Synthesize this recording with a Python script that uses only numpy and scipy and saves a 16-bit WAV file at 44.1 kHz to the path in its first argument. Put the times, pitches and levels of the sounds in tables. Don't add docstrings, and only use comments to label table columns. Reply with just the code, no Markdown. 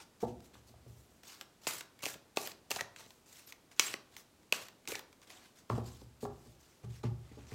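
import sys
import numpy as np
from scipy import signal
from scipy.fft import rfft, irfft
from scipy.io import wavfile
from scipy.ndimage import uniform_filter1d

SR = 44100
rng = np.random.default_rng(int(sys.argv[2]) if len(sys.argv) > 2 else 0)


def unload_audio(sound):
    columns = np.transpose(np.atleast_2d(sound))
    steps = np.round(np.clip(columns, -1, 1) * 32767)
    wavfile.write(sys.argv[1], SR, steps.astype(np.int16))


N = 332514

# start_s, length_s, level_db, fastest_share (0-1 of the length), brightness_db_per_octave
RUB_MOVES = [(0.0, 0.036, -50, 0, -1.5), (0.202, 0.047, -53.5, 0.44, .5), (0.263, 0.052, -58, 0.4, 0.5),
             (0.417, 0.057, -62.5, .8, 3), (0.529, 0.062, -61, 0.18, 0), (0.667, 0.05, -61.5, 0.15, 4),
             (0.876, .33, -69, 0, 6.5), (1.231, 0.2, -53.5, 0.3, 1), (1.614, 0.063, -56, 0.47, 0.5),
             (1.999, 0.03, -64, 0.3, -1), (2.02, .009, -42, .9, 3), (2.359, 0.02, -43, 1, 0.5),
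             (2.958, 0.097, -52, 0.45, -0.5), (3.064, 0.15, -65, 0.04, 5), (3.258, 0.2, -56.5, .5, 2.5),
             (3.471, 0.041, -53, .35, 2.5), (3.711, .03, -56, 0, -0.5), (3.76, 0.037, -56, 1, 1),
             (4.114, .045, -60.5, 0.67, 0), (4.164, 0.053, -52, 0, 2), (5.224, .025, -57, .3, -1),
             (5.269, 0.12, -54.5, .35, -.5), (5.359, 0.14, -59.5, 0.62, -1),
             (5.554, 0.061, -60.5, 0.54, 1.5), (5.694, .125, -54.5, 0, -1), (5.831, 0.21, -58, 0.18, 1.5),
             (6.204, 0.056, -52.5, 0.4, 3), (6.3, 0.26, -66, 0.7, 2.5), (6.59, 0.21, -66.5, 0.1, 1.5),
             (6.829, 0.028, -58, .5, -3), (6.892, 0.11, -58, 0.55, 0), (7.031, 0.044, -48, 0, -4.5),
             (7.2, 0.28, -62, 0.87, -3), (7.466, 0.17, -52, 0.6, -1.5)]
# start_s, knock_db, pitch_hz, boom_db, top_ring_db, contact_decay_s
TABLE_KNOCKS = [(0.228, -35.5, 486, -45.5, -37.5, 0.014), (0.553, -52, 1220, -60, -84, 0.0042),
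                (0.695, -67, 400, -58.5, -70, 0.0074), (0.74, -57, 700, -71, -79, 0.0033),
                (0.863, -56, 380, -50, -63, 0.0027), (5.7, -23.5, 930, -32, -39.5, 0.0026),
                (5.72, -40, 1010, -49, -57, 0.008), (5.779, -36, 483, -41.5, -47, 0.0042),
                (6.016, -55.5, 370, -53, -79, 0.0059), (6.228, -52, 410, -45, -46.5, 0.047),
                (6.252, -37.5, 760, -47, -51, 0.006), (6.46, -68, 397, -59.5, -62.5, 0.0083),
                (6.837, -56.5, 383, -39, -57, 0.0091), (7.038, -37, 707, -31.5, -42, 0.0025),
                (7.315, -60, 215, -57, -67, 0.01), (7.372, -61.5, 284, -53, -57, 0.02),
                (7.518, -73, 630, -39.5, -54, 0.0067)]
# start_s, level_db, bright_snap_db
EDGE_TICKS = [(0.404, -48, -72), (1.2348, -45, -59), (1.4115, -30, -54), (1.8082, -28.5, -48),
              (1.991, -45, -63), (2.142, -37, -60), (2.4735, -28, -37), (2.5173, -36, -64),
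              (2.7516, -42, -46), (2.962, -36.5, -77), (3.0615, -45, -69), (3.1058, -41.5, -61),
              (3.5234, -34, -53.5), (3.7158, -50, -66), (4.1659, -35.5, -51), (4.4318, -56, -79),
              (4.6844, -37.5, -50.5), (4.854, -46.5, -76), (4.9929, -33.5, -45), (5.128, -45.5, -74),
              (5.217, -46, -75), (5.3028, -38, -76)]
# start_s, clap_db, trapped_air_db, palm_push_db, clap_decay_s, air_pitch_hz, clap_lowpass_hz
PACKET_HITS = [(1.669, -30.5, -29, -34, 0.0045, 2780, 7100), (2.031, -39.5, -72, -47, 0.0021, 2540, 8000),
               (2.038, -39, -37, -43, .003, 2570, 6000), (2.056, -28, -60, -49, 0.00087, 2450, 9000),
               (2.063, -32, -55, -43.5, 0.0021, 2490, 8000), (2.3714, -21, -24, -30.5, 0.00043, 2630, 6900),
               (2.707, -30, -40, -42, 0.0012, 2660, 14000), (2.714, -29.5, -25, -40, 0.0031, 2720, 12000),
               (2.761, -34.5, -52, -47.5, 0.0045, 2520, 8000),
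               (2.8089, -29, -27.5, -43.5, 0.0021, 1890, 5940),
               (3.7958, -15, -26.5, -39.5, 0.0034, 2640, 7900),
               (3.940, -24.5, -32, -42, 0.00039, 2030, 3370), (4.5243, -19, -16.5, -34, 0.0019, 2550, 6430),
               (4.875, -35.5, -38.5, -55, .002, 2645, 8900), (4.919, -40, -56.5, -43, 0.0043, 2480, 14000),
               (4.9535, -32, -38, -68, 0.004, 2500, 4000)]
# start_s, level_db
HAND_BUMPS = [(1.672, -49.5), (2.035, -46.5), (2.067, -52), (2.156, -55), (2.713, -48.5), (2.74, -54),
              (2.813, -51), (3.064, -57), (4.925, -52.5)]
# start_s, length_s, level_db, slowing_db_per_s, brightness_db_per_octave
PACKET_SLIDES = [(1.672, 0.129, -35.5, 93, 0.5), (2.032, 0.11, -39.5, 91, 1), (2.375, 0.14, -41, 79, 1),
                 (2.702, 0.11, -42.5, 65, 0.5), (3.804, .134, -35.5, 80, -0.9), (4.53, 0.14, -39, 135, -1),
                 (4.877, .11, -38.5, 140, 0.5)]
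# start_s, length_s, pitch_hz, level_db, unsteadiness_rms_share
CARD_SQUEAKS = [(1.976, 0.064, 2230, -61, 0.041), (2.761, 0.012, 778, -35.5, 0.21),
                (2.782, 0.024, 2148, -37, 0.255), (3.457, 0.036, 12650, -55, 0.044),
                (3.851, 0.032, 7600, -37.5, 0.0078), (3.894, 0.03, 7730, -50, 0.0078),
                (4.873, 0.045, 409, -45, 0.35), (4.918, 0.014, 517, -37.5, 0.17),
                (4.927, 0.03, 2300, -45.5, 0.018), (4.941, 0.018, 1846, -39.5, 0.14)]

# pitch_hz, level_db, t60_s
BOOM_MODES = [(116.85, -2, 0.46), (146.5, -16.5, 0.66), (191.3, -13.5, 0.3)]
TOP_MODES = [(239.7, 6, 0.3), (362.5, 0.5, 0.5), (431, 11.5, 0.065), (494, -35, .35), (608, -8.5, 0.39),
             (795, -23, 0.79), (829, -6.5, 0.42), (910, -15.5, 0.21), (1008, -14.5, 0.045),
             (1158, -9.5, 0.16)]
SWAY_MODES = [(70, -2, 0.87)]

# frequency_hz, relative_density_db (per Hz)
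HUSH_COLOUR = [(12, -38.5), (20, -9.5), (81, 1), (285, 1), (1760, -13), (7730, -17), (10200, -21),
               (14700, -23.5), (16000, -28)]
RUB_COLOUR = [(180, -24), (300, -3.5), (511, -6), (749, -1.5), (1280, -3), (1530, -2), (1810, -3),
              (4230, -2.5), (7570, -4.5), (10200, -13.5), (12700, -12), (16000, -18.5)]
KNOCK_COLOUR = [(30, -36), (80, 1.5), (200, 11), (450, 8.5), (900, 3), (2000, -10.5), (5000, -1.5),
                (9000, -2), (16000, 1)]
TICK_COLOUR = [(200, -33), (800, -9.5), (2000, 1), (4000, -2.5), (7500, -6.5), (10000, -19.5),
               (16000, -18.5)]
SNAP_COLOUR = [(2000, -22), (9000, -10), (13000, 4.5), (16000, 7.5), (18000, -19.5)]
CLAP_COLOUR = [(200, -36), (700, -8), (1150, -10), (1700, -8), (2400, 3.5), (3500, -3), (5500, -1.5),
               (8000, -5), (10000, -11), (16000, -8)]
PALM_COLOUR = [(50, -30), (130, -22.5), (350, -3.5), (750, -2), (1100, -3.5), (1600, -12), (4000, -52.5)]
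BUMP_COLOUR = [(30, -28), (80, -1.5), (160, -0.5), (300, -7.5), (550, -1.5), (1200, -30.5), (4000, -49)]
SLIDE_COLOUR = [(59, -41), (100, -11), (206, -17), (350, -7.5), (634, -11), (1170, -5.5), (1550, -2),
                (2470, -1), (3470, -4), (4380, -2.5), (5770, -5.5), (7450, -2.5), (10000, -9.5),
                (15000, -9.5), (16000, -26.5)]
# frequency_hz, t60_s, relative_level_db
ROOM_DECAY = [(98.9, 0.83, 1), (400, 0.48, -2), (1210, 0.46, 0), (2220, 0.32, -3), (4200, 0.37, -3),
              (7500, 0.17, 2), (15000, 0.17, 1)]

HUSH_DB = -66.5
RUB_SLACK_DB = 9
PIVOT_HZ = 3000
TICK_BODY_DB = -21
SWAY_DB, SWAY_GROWTH = -26, 0.53
EDGE_HZ = 16050


def amp(db):
    return 10 ** (np.asarray(db) / 20)


def unit(x):
    return x / np.sqrt(np.mean(x ** 2) + 1e-20)


def read(points, hz):
    f, value = np.transpose(points)
    return np.interp(np.log(hz + 1), np.log(f + 1), value)


def add(mix, s, sound):
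    part = mix[max(round(s * SR), 0):][:len(sound)]
    part += sound[:len(part)]


def colour(x, points, size=4096):
    gain = unit(amp(read(points, abs(np.fft.fftfreq(size, 1 / SR)))))
    spectrum = np.exp(np.conj(signal.hilbert(np.log(gain))))
    taps = np.fft.ifft(spectrum).real
    return signal.oaconvolve(x, taps[:size // 2])[:len(x)]


def grains(count, spread_db):
    z = rng.standard_normal((count, 2))
    return unit(z[:, 0] * amp(spread_db * np.clip(z[:, 1], -2, 2)))


def waver(seconds):
    hz = np.fft.rfftfreq(N, 1 / SR)
    slow = rfft(rng.standard_normal(N)) / (1 + (2 * hz * seconds) ** 2)
    return unit(irfft(slow, N))


def burst(decay, spread_db, count=4096):
    shape = np.exp(-np.arange(count) / SR / max(decay, 1 / SR))
    x = grains(count, spread_db) * shape
    return x * np.linalg.norm(shape) / np.linalg.norm(x)


def ring(modes, rise, t, beat=.4):
    out = np.zeros(len(t))
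    for hz, db, t60 in modes:
        pitches = hz + np.array([0, -1, 1]) * rng.uniform(7.9, 15.8, 3)
        turns = np.outer(pitches, t) + rng.random((3, 1))
        tones = np.array([1, beat, beat]) @ np.sin(2 * np.pi * turns)
        out += amp(db - 60 * t / t60) * tones
    return out * (1 - np.exp(-t / rise))


def push(width, t):
    u = t / width
    return u * (2 - u) * np.exp(-u)


def hush():
    return amp(HUSH_DB) * colour(rng.standard_normal(N), HUSH_COLOUR)


def room(x, gap, size=20):
    taps = np.zeros(SR)
    at = np.arange(0, SR - size, size)
    taps[at + rng.integers(0, size, len(at))] = rng.choice([-1, 1], len(at))
    hz, t, z = signal.stft(taps, SR, nperseg=256)
    bands, *columns = np.transpose(ROOM_DECAY)
    t60, db = (np.interp(hz, bands, c)[:, None] for c in columns)
    tail = signal.istft(z * amp(db - 60 * t / t60), SR)[1]
    tail *= np.clip(np.arange(len(tail)) / SR / gap - 1, 0, 1)
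    return signal.fftconvolve(x, tail / np.linalg.norm(tail))[:N]


def rub(s, length, db, fastest, bright):
    peak_s = length * np.clip(fastest, 0, 1)
    return s, [(0, db - RUB_SLACK_DB), (peak_s, db), (length, db - RUB_SLACK_DB)], bright


def friction(moves, points, spread_db, judder_db, judder_time, rise, fade):
    out = np.zeros(N)
    fibres = unit(grains(N, spread_db) * amp(judder_db * waver(judder_time)))
    for start, rows, bright in moves:
        s, db = np.transpose(rows)
        part = fibres[max(round(start * SR), 0):][:SR // 2]
        t = np.arange(len(part)) / SR
        gate = np.clip(np.minimum(t / rise, 1 + (s[-1] - t) / fade), 0, 1)
        level = amp(np.interp(t, s, db)) * gate
        tilted = [(hz, d + bright * np.log2(hz / PIVOT_HZ)) for hz, d in points]
        add(out, start, colour(level * part, tilted))
    return out


def shifting(x, patchy_db):
    z = signal.stft(x, SR, nperseg=256)[2]
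    patches = uniform_filter1d(rng.standard_normal(z.shape), size=6, axis=1)
    patches = unit(uniform_filter1d(patches, size=5, axis=0))
    return signal.istft(z * amp(patchy_db * patches), SR)[1][:N]


def table():
    knock, rings = np.zeros((2, N))
    t = np.arange(SR) / SR
    for s, db, hz, boom_db, top_db, contact in TABLE_KNOCKS:
        blow = burst(contact, spread_db=1.5)
        hollow = [(hz / 4, -7), (hz * 1.3, -4), (hz, 0), (hz * 1.76, -2), (hz * 3.06, -17), (hz * 8, -41)]
        jostle = colour(blow, hollow)
        jostle = jostle * np.linalg.norm(blow) / np.linalg.norm(jostle)
        note = np.sin(2 * np.pi * hz * t) * np.exp(-t / contact) * (1 - np.exp(-t * hz))
        add(knock, s, amp(db - 4.0) * jostle)
        add(knock, s, amp(db - 0.5) * note)
        add(rings, s, amp(boom_db + 7.5) * ring(BOOM_MODES, 0.022, t, beat=0.25))
        add(rings, s, amp(top_db - 6) * ring(TOP_MODES, 0.0016, t, beat=0.69))
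        add(rings, s, amp(SWAY_DB + SWAY_GROWTH * boom_db) * ring(SWAY_MODES, 0.034, t, beat=0.61))
    return amp(2.5) * colour(knock, KNOCK_COLOUR), rings


def ticks():
    edge, body, snap = np.zeros((3, N))
    for s, db, snap_db in EDGE_TICKS:
        add(edge, s, amp(db) * burst(0.0027, spread_db=6))
        add(body, s, amp(db + TICK_BODY_DB) * burst(0.0074, spread_db=-2))
        add(snap, s, amp(snap_db) * burst(.0008, spread_db=-3))
    edge = amp(-7.5) * colour(edge, TICK_COLOUR)
    body = amp(1.5) * colour(body, PALM_COLOUR)
    return edge + body + amp(4.5) * colour(snap, SNAP_COLOUR)


def packet_hits():
    clap, air, palm = np.zeros((3, N))
    t = np.arange(4096) / SR
    for s, clap_db, air_db, palm_db, decay, air_hz, lowpass_hz in PACKET_HITS:
        face = 3.7 * signal.unit_impulse(len(t), int(0.00077 * SR))
        contact = burst(decay, spread_db=6.0) + face
        soften = signal.butter(1, min(lowpass_hz, .45 * SR), fs=SR)
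        add(clap, s, amp(clap_db) * signal.lfilter(*soften, contact))
        add(air, s, amp(air_db) * ring([(air_hz, 0, .012)], 0.0015, t, beat=0))
        add(palm, s + .0018, amp(palm_db) * (burst(0.0036, spread_db=9.0) + push(0.00046, t)))
    claps = amp(3) * colour(clap, CLAP_COLOUR) + amp(2.0) * colour(palm, PALM_COLOUR)
    return claps, amp(10.0) * air


def bumps():
    out = np.zeros(N)
    for s, db in HAND_BUMPS:
        thud = colour(burst(0.0062, spread_db=4.0), BUMP_COLOUR)
        add(out, s, amp(db) * thud / abs(thud).max())
    return amp(7) * out


def stroke(s, length, db, slowing, bright):
    return s, [(0, db), (length, db - slowing * length)], bright


def squeaks():
    out, wobble = np.zeros(N), waver(0.0007)
    for s, length, hz, db, unsteady in CARD_SQUEAKS:
        window = np.hanning(int(length * SR))
        pitch = hz * (1 + unsteady * wobble[int(s * SR):][:len(window)])
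        phase = 2 * np.pi * np.cumsum(pitch) / SR
        add(out, s, amp(db) * window * (np.sin(phase) + 0.14 * np.sin(2 * phase)))
    return out


def scene():
    rubs = amp(-2.0) * friction([rub(*row) for row in RUB_MOVES], RUB_COLOUR, spread_db=5.5,
                                judder_db=2.0, judder_time=.007, rise=0.0027, fade=0.0096)
    slides = amp(-3.5) * friction([stroke(*row) for row in PACKET_SLIDES], SLIDE_COLOUR, spread_db=1.0,
                                  judder_db=2.5, judder_time=0.0052, rise=.002, fade=0.0092)
    sliding = shifting(slides + rubs, patchy_db=2.5) + squeaks()
    knock, rings = table()
    claps, air = packet_hits()
    hits = claps + ticks() + bumps()
    sent = amp(-11.5) * hits + amp(-16.0) * air + amp(-9) * sliding + amp(-9.0) * knock
    echo = room(sent, gap=0.0057)
    return (hits + air + sliding + knock + rings + echo + hush())[None]


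def record(dry):
    lowpass = signal.firwin(511, EDGE_HZ, window=("kaiser", 9), fs=SR)
    return signal.oaconvolve(dry, lowpass[None], "same")


dry = scene()
out = record(dry)
unload_audio(out)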